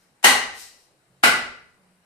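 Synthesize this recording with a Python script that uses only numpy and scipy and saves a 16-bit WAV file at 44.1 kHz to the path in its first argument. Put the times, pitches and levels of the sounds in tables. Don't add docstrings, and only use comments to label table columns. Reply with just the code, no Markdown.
import sys
import numpy as np
from scipy import signal
from scipy.fft import rfft, irfft, next_fast_len
from scipy.io import wavfile
from scipy.ndimage import uniform_filter1d

SR = 44100
rng = np.random.default_rng(int(sys.argv[2]) if len(sys.argv) > 2 else 0)


def generate_wav(sig):
    pcm = np.round(np.clip(np.atleast_2d(sig).T, -1, 1) * 32767).astype(np.int16)
    wavfile.write(sys.argv[1], SR, pcm)


N = 90404


def amp(db):
    return 10 ** (np.asarray(db) / 20)


def unit_rms(x):
    return x / np.sqrt(np.mean(x ** 2) + 1e-20)


def add(mix, start_s, sound):
    at = round(start_s * SR)
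    mix[..., at:at + sound.shape[-1]] += sound


def curve_at(points, hz):
    point_hz, value = np.transpose(points)
    return np.interp(np.log(hz + 1), np.log(point_hz + 1), value)


def tone_filter(points, size=4096):
    log_gain = np.log(amp(curve_at(points, abs(np.fft.fftfreq(size, 1 / SR)))))
    taps = np.fft.ifft(np.exp(np.conj(signal.hilbert(log_gain)))).real[:size // 2]
    return taps / np.linalg.norm(taps)


# frequency in Hz, left-right correlation.
STEREO_LIKENESS = [(60, 0.15), (130, 0.54), (290, .9), (600, 0.73), (850, .55), (1100, 0.16), (1400, 0.1),
                   (3000, 0.076), (14400, -.02)]
def stereo_image(spectra, hz):
    left, right = spectra
    likeness = np.clip(curve_at(STEREO_LIKENESS, hz), -1, 1)[:, None]
    return np.array([left, likeness * left + np.sqrt(1 - likeness ** 2) * right])


# frequency in Hz, relative level in dB.
AIR_TONE = [(20, -22), (45, -13.5), (80, -14), (180, -11.5), (280, -13), (420, -9), (800, -12.5),
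            (1600, -15), (4000, -23), (6500, -28.5), (9000, -22), (14000, -34.5)]
def hall_air(level_db=-65, drift_db=1.5):
    shape, hz = (513, N // 256 + 5), np.fft.rfftfreq(1024, 1 / SR)
    noise = rng.standard_normal((2, *shape)) + 1j * rng.standard_normal((2, *shape))
    patches = uniform_filter1d(rng.standard_normal(shape), 8, axis=0)
    patches = unit_rms(uniform_filter1d(patches, 12, axis=1))
    spectra = stereo_image(noise, hz) * amp(curve_at(AIR_TONE, hz)[:, None] + drift_db * patches)
    return amp(level_db) * unit_rms(signal.istft(spectra, nperseg=1024, noverlap=768)[1][:, :N])


# time in seconds, lower note in dB, upper note in dB.
HUM_SWELLS = [
    [(0.0, -77, -97), (0.018, -86, -74), (0.102, -99, -70.5), (0.116, -65.5, -120), (0.2, -89, -85)],
    [(0.75, -87, -78), (0.996, -72, -91), (1.03, -84.5, -107), (1.11, -66, -68.5), (1.2, -68, -71.5)],
    [(1.7, -79, -74), (1.754, -84, -93), (1.784, -72.5, -68.5), (1.894, -102, -63), (2.05, -84, -72)],
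]
def hall_hum(notes_hz=(135, 182), fuzz_width_hz=12):
    t, hum = np.arange(N) / SR, np.zeros(N)
    times, *faders = np.concatenate(HUM_SWELLS).T
    pole = np.exp(-np.pi * fuzz_width_hz / SR)
    for hz, db in zip(notes_hz, faders):
        wobble = unit_rms(signal.lfilter([1], [1, -pole], rng.standard_normal(N)))
        hum += amp(np.interp(t, times, db)) * np.sqrt(2) * np.cos(2 * np.pi * hz * t + .8 * wobble)
    return hum


# pitch in Hz, bandwidth in Hz, relative level in dB.
POST_MODES = [(240, 41, -6), (350, 120, -7.5)]
def wood_ring(part_modes, t, low_cut_hz=190):
    ring = np.zeros_like(t)
    for k, (hz, width, db) in enumerate(POST_MODES + part_modes):
        decay = np.sqrt(width) * np.exp(-np.pi * width * t)
        ring += (-1) ** k * amp(db) * decay * np.sin(2 * np.pi * hz * t)
    ring = signal.sosfilt(signal.butter(3, low_cut_hz, "high", fs=SR, output="sos"), ring)
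    return ring / np.linalg.norm(ring)


def stand_thump(t, hz=66, width_hz=73):
    thump = t * np.exp(-np.pi * width_hz * t) * np.sin(2 * np.pi * hz * t)
    return thump / np.linalg.norm(thump)


def close_slap(click, length_s):
    t = np.arange(2000) / SR
    burst = rng.standard_normal((2, t.size)) * t * np.exp(-2 * t / length_s)
    return signal.fftconvolve(burst / np.linalg.norm(burst[0]), click[None], axes=1)


def knocks(hits, modes, slap_tone, gain_db=5.5, thump_db=-31, right_lag_s=.00024):
    t, send, direct = np.arange(6000) / SR, np.zeros(N), np.zeros((2, N))
    ring, thump, click = wood_ring(modes, t), stand_thump(t), tone_filter(slap_tone)
    for start_s, wood_db, slap_db, length_s in hits:
        wood = amp(gain_db + wood_db) * ring
        slap = amp(gain_db + slap_db) * click
        add(send, start_s, wood + amp(thump_db + wood_db) * thump)
        add(send, start_s, slap)
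        add(direct, start_s, amp(3.5) * wood)
        add(direct, start_s, amp(-3.5) * close_slap(slap, length_s))
    direct[1] = np.roll(direct[1], round(right_lag_s * SR))
    return direct + hall_reverb(send)


# start in seconds, relative wood and slap levels in dB, slap length in seconds.
ARM_CUES = [(.228, -45.5, -18.5, 0.0031), (.2392, -6, -3.5, 0.0036), (.2435, 9, 10.5, .004),
            (.258, -1, -7.5, .003), (.270, -3, -5, .004), (.355, -13, -34.5, 0.0049)]
# pitch in Hz, bandwidth in Hz, relative level in dB.
ARM_MODES = [(800.4, 58, 8), (1055, 60, -3), (1566, 86, -4.5), (1523, 40, 2), (1845, 27, 3.5),
             (1962, 37, 11), (2643, 70, -3.5), (2845, 110, 8), (4268, 73, -8), (5390, 83, -8),
             (6500, 150, -4.5), (8960, 910, -12.5)]
# frequency in Hz, relative level in dB.
PALM_TONE = [(30, -57.5), (120, -36.5), (200, -30), (400, -21.5), (1200, -3.5), (3400, -10), (6000, -18),
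             (9000, -12), (11000, -16.5), (14500, -19)]
def palm_on_arm():
    return knocks(ARM_CUES, ARM_MODES, PALM_TONE)


# frequency in Hz, seconds to fall by 60 dB.
HALL_DECAY = [(60, 1.1), (120, 0.73), (240, .45), (420, 0.63), (800, 0.52), (1400, 0.55), (2000, 0.57),
              (3000, 0.5), (5000, 0.53), (8000, 0.42), (13000, 0.29)]
def hall_reverb(send, gain_db=7, gap_s=.00067, build_s=.004):
    taps = np.zeros((2, SR))
    slots = np.arange(0, SR - 20, 20)
    arrivals = slots + rng.integers(0, 20, (2, slots.size))
    np.put_along_axis(taps, arrivals, rng.choice([-1., 1.], arrivals.shape), 1)
    hz, t, spectra = signal.stft(taps, SR, nperseg=512)
    decay = amp(-60 * t / curve_at(HALL_DECAY, hz)[:, None])
    tail = signal.istft(stereo_image(spectra, hz) * decay, SR, nperseg=512)[1][:, :SR]
    tail *= np.clip((np.arange(SR) / SR - gap_s) / build_s, 0, 1)
    return amp(gain_db) * signal.fftconvolve(send[None], tail / np.linalg.norm(tail[0]), axes=1)[:, :N]


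def footstep(start_s=.47, peak_db=-66, hz=68.6, width_hz=9):
    age = np.maximum(np.arange(N) / SR - start_s, 0)
    rise = np.pi * width_hz * age
    return amp(peak_db) * rise * np.exp(1 - rise) * np.sin(2 * np.pi * hz * age)


# time in seconds, relative level in dB.
SLIDE_FADER = [(0, -63), (.1, -87), (.5, -82.5), (.55, -46.5), (.61, -39.5), (.65, -55), (.72, -62.5),
               (.84, -65), (.89, -90.5)]
# frequency in Hz, relative level in dB.
SOLE_TONE = [(1470, -29.5), (2500, -10.5), (3660, -8.5), (4000, -7), (4740, -10.5), (5570, -5.5),
             (6180, -11.5), (8670, -9.5), (14500, -15.5)]
def foot_slide(trim_db=-7):
    grit = rng.standard_normal(N) * amp(1.1 * rng.exponential(1, N))
    tone = tone_filter([(1200, -32)] + SOLE_TONE)
    fader_db = np.interp(np.arange(N) / SR, *np.transpose(SLIDE_FADER))
    hiss = unit_rms(np.convolve(grit, tone)[:N]) * amp(fader_db + trim_db)
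    return hiss + hall_reverb(hiss)


# start in seconds, relative wood and slap levels in dB, slap length in seconds.
LEG_CUES = [(1.2295, -45.5, -5.5, 0.0068), (1.2362, 7.5, 7, 0.004), (1.248, -12, -20.5, 0.0085),
            (1.257, -8, -19, 0.0026), (1.272, -4.5, -37, 0.0071)]
# pitch in Hz, bandwidth in Hz, relative level in dB.
LEG_MODES = [(723, 87, 0), (843, 29, -3), (1187, 68, 1.5), (1414, 130, 9.5), (1540, 140, -21.5),
             (1971, 31, 5), (2550, 300, -8), (2836, 32, 1), (4330, 190, -15), (4870, 79, -7),
             (5530, 89, -15), (8430, 300, -40.5)]
# frequency in Hz, relative level in dB.
KICK_TONE = [(30, -61), (120, -22), (200, -18.5), (400, -15), (1200, -4.5), (3400, -10.5), (6000, -23),
             (9000, -18), (11000, -20.5), (14500, -25.5)]
def kick_on_leg():
    return knocks(LEG_CUES, LEG_MODES, KICK_TONE)


def scene():
    return hall_air() + hall_hum() + palm_on_arm() + footstep() + foot_slide() + kick_on_leg()


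# frequency in Hz, left minus right in dB.
MIC_BALANCE = [(60, -2), (110, -0.5), (200, -2.5), (370, -0.5), (690, -0.5), (1260, -0.5), (2320, 3),
               (4260, 1), (7820, 7.5), (14400, 1.5)]
# frequency in Hz, gain in dB.
MIC_DIPS = [(2900, -0.5), (3250, -2), (3450, -7), (3700, 0), (4000, 1), (10300, 0), (11200, -3.5),
            (12200, 0)]
def record(dry, knee=5, high_cut_hz=14300):
    size = next_fast_len(N + 2048)
    hz = np.fft.rfftfreq(size, 1 / SR)
    tilt, dips = curve_at(MIC_BALANCE, hz) / 2, curve_at(MIC_DIPS, hz)
    coloured = irfft(rfft(dry, size) * amp([dips + tilt, dips - tilt]), size)[:, :N]
    clipped = coloured / (1 + abs(coloured) ** knee) ** (1 / knee)
    high_cut = signal.firwin(511, high_cut_hz, window=("kaiser", 9), fs=SR)
    return signal.oaconvolve(clipped, high_cut[None], "same")


dry = scene()
out = record(dry)
generate_wav(out)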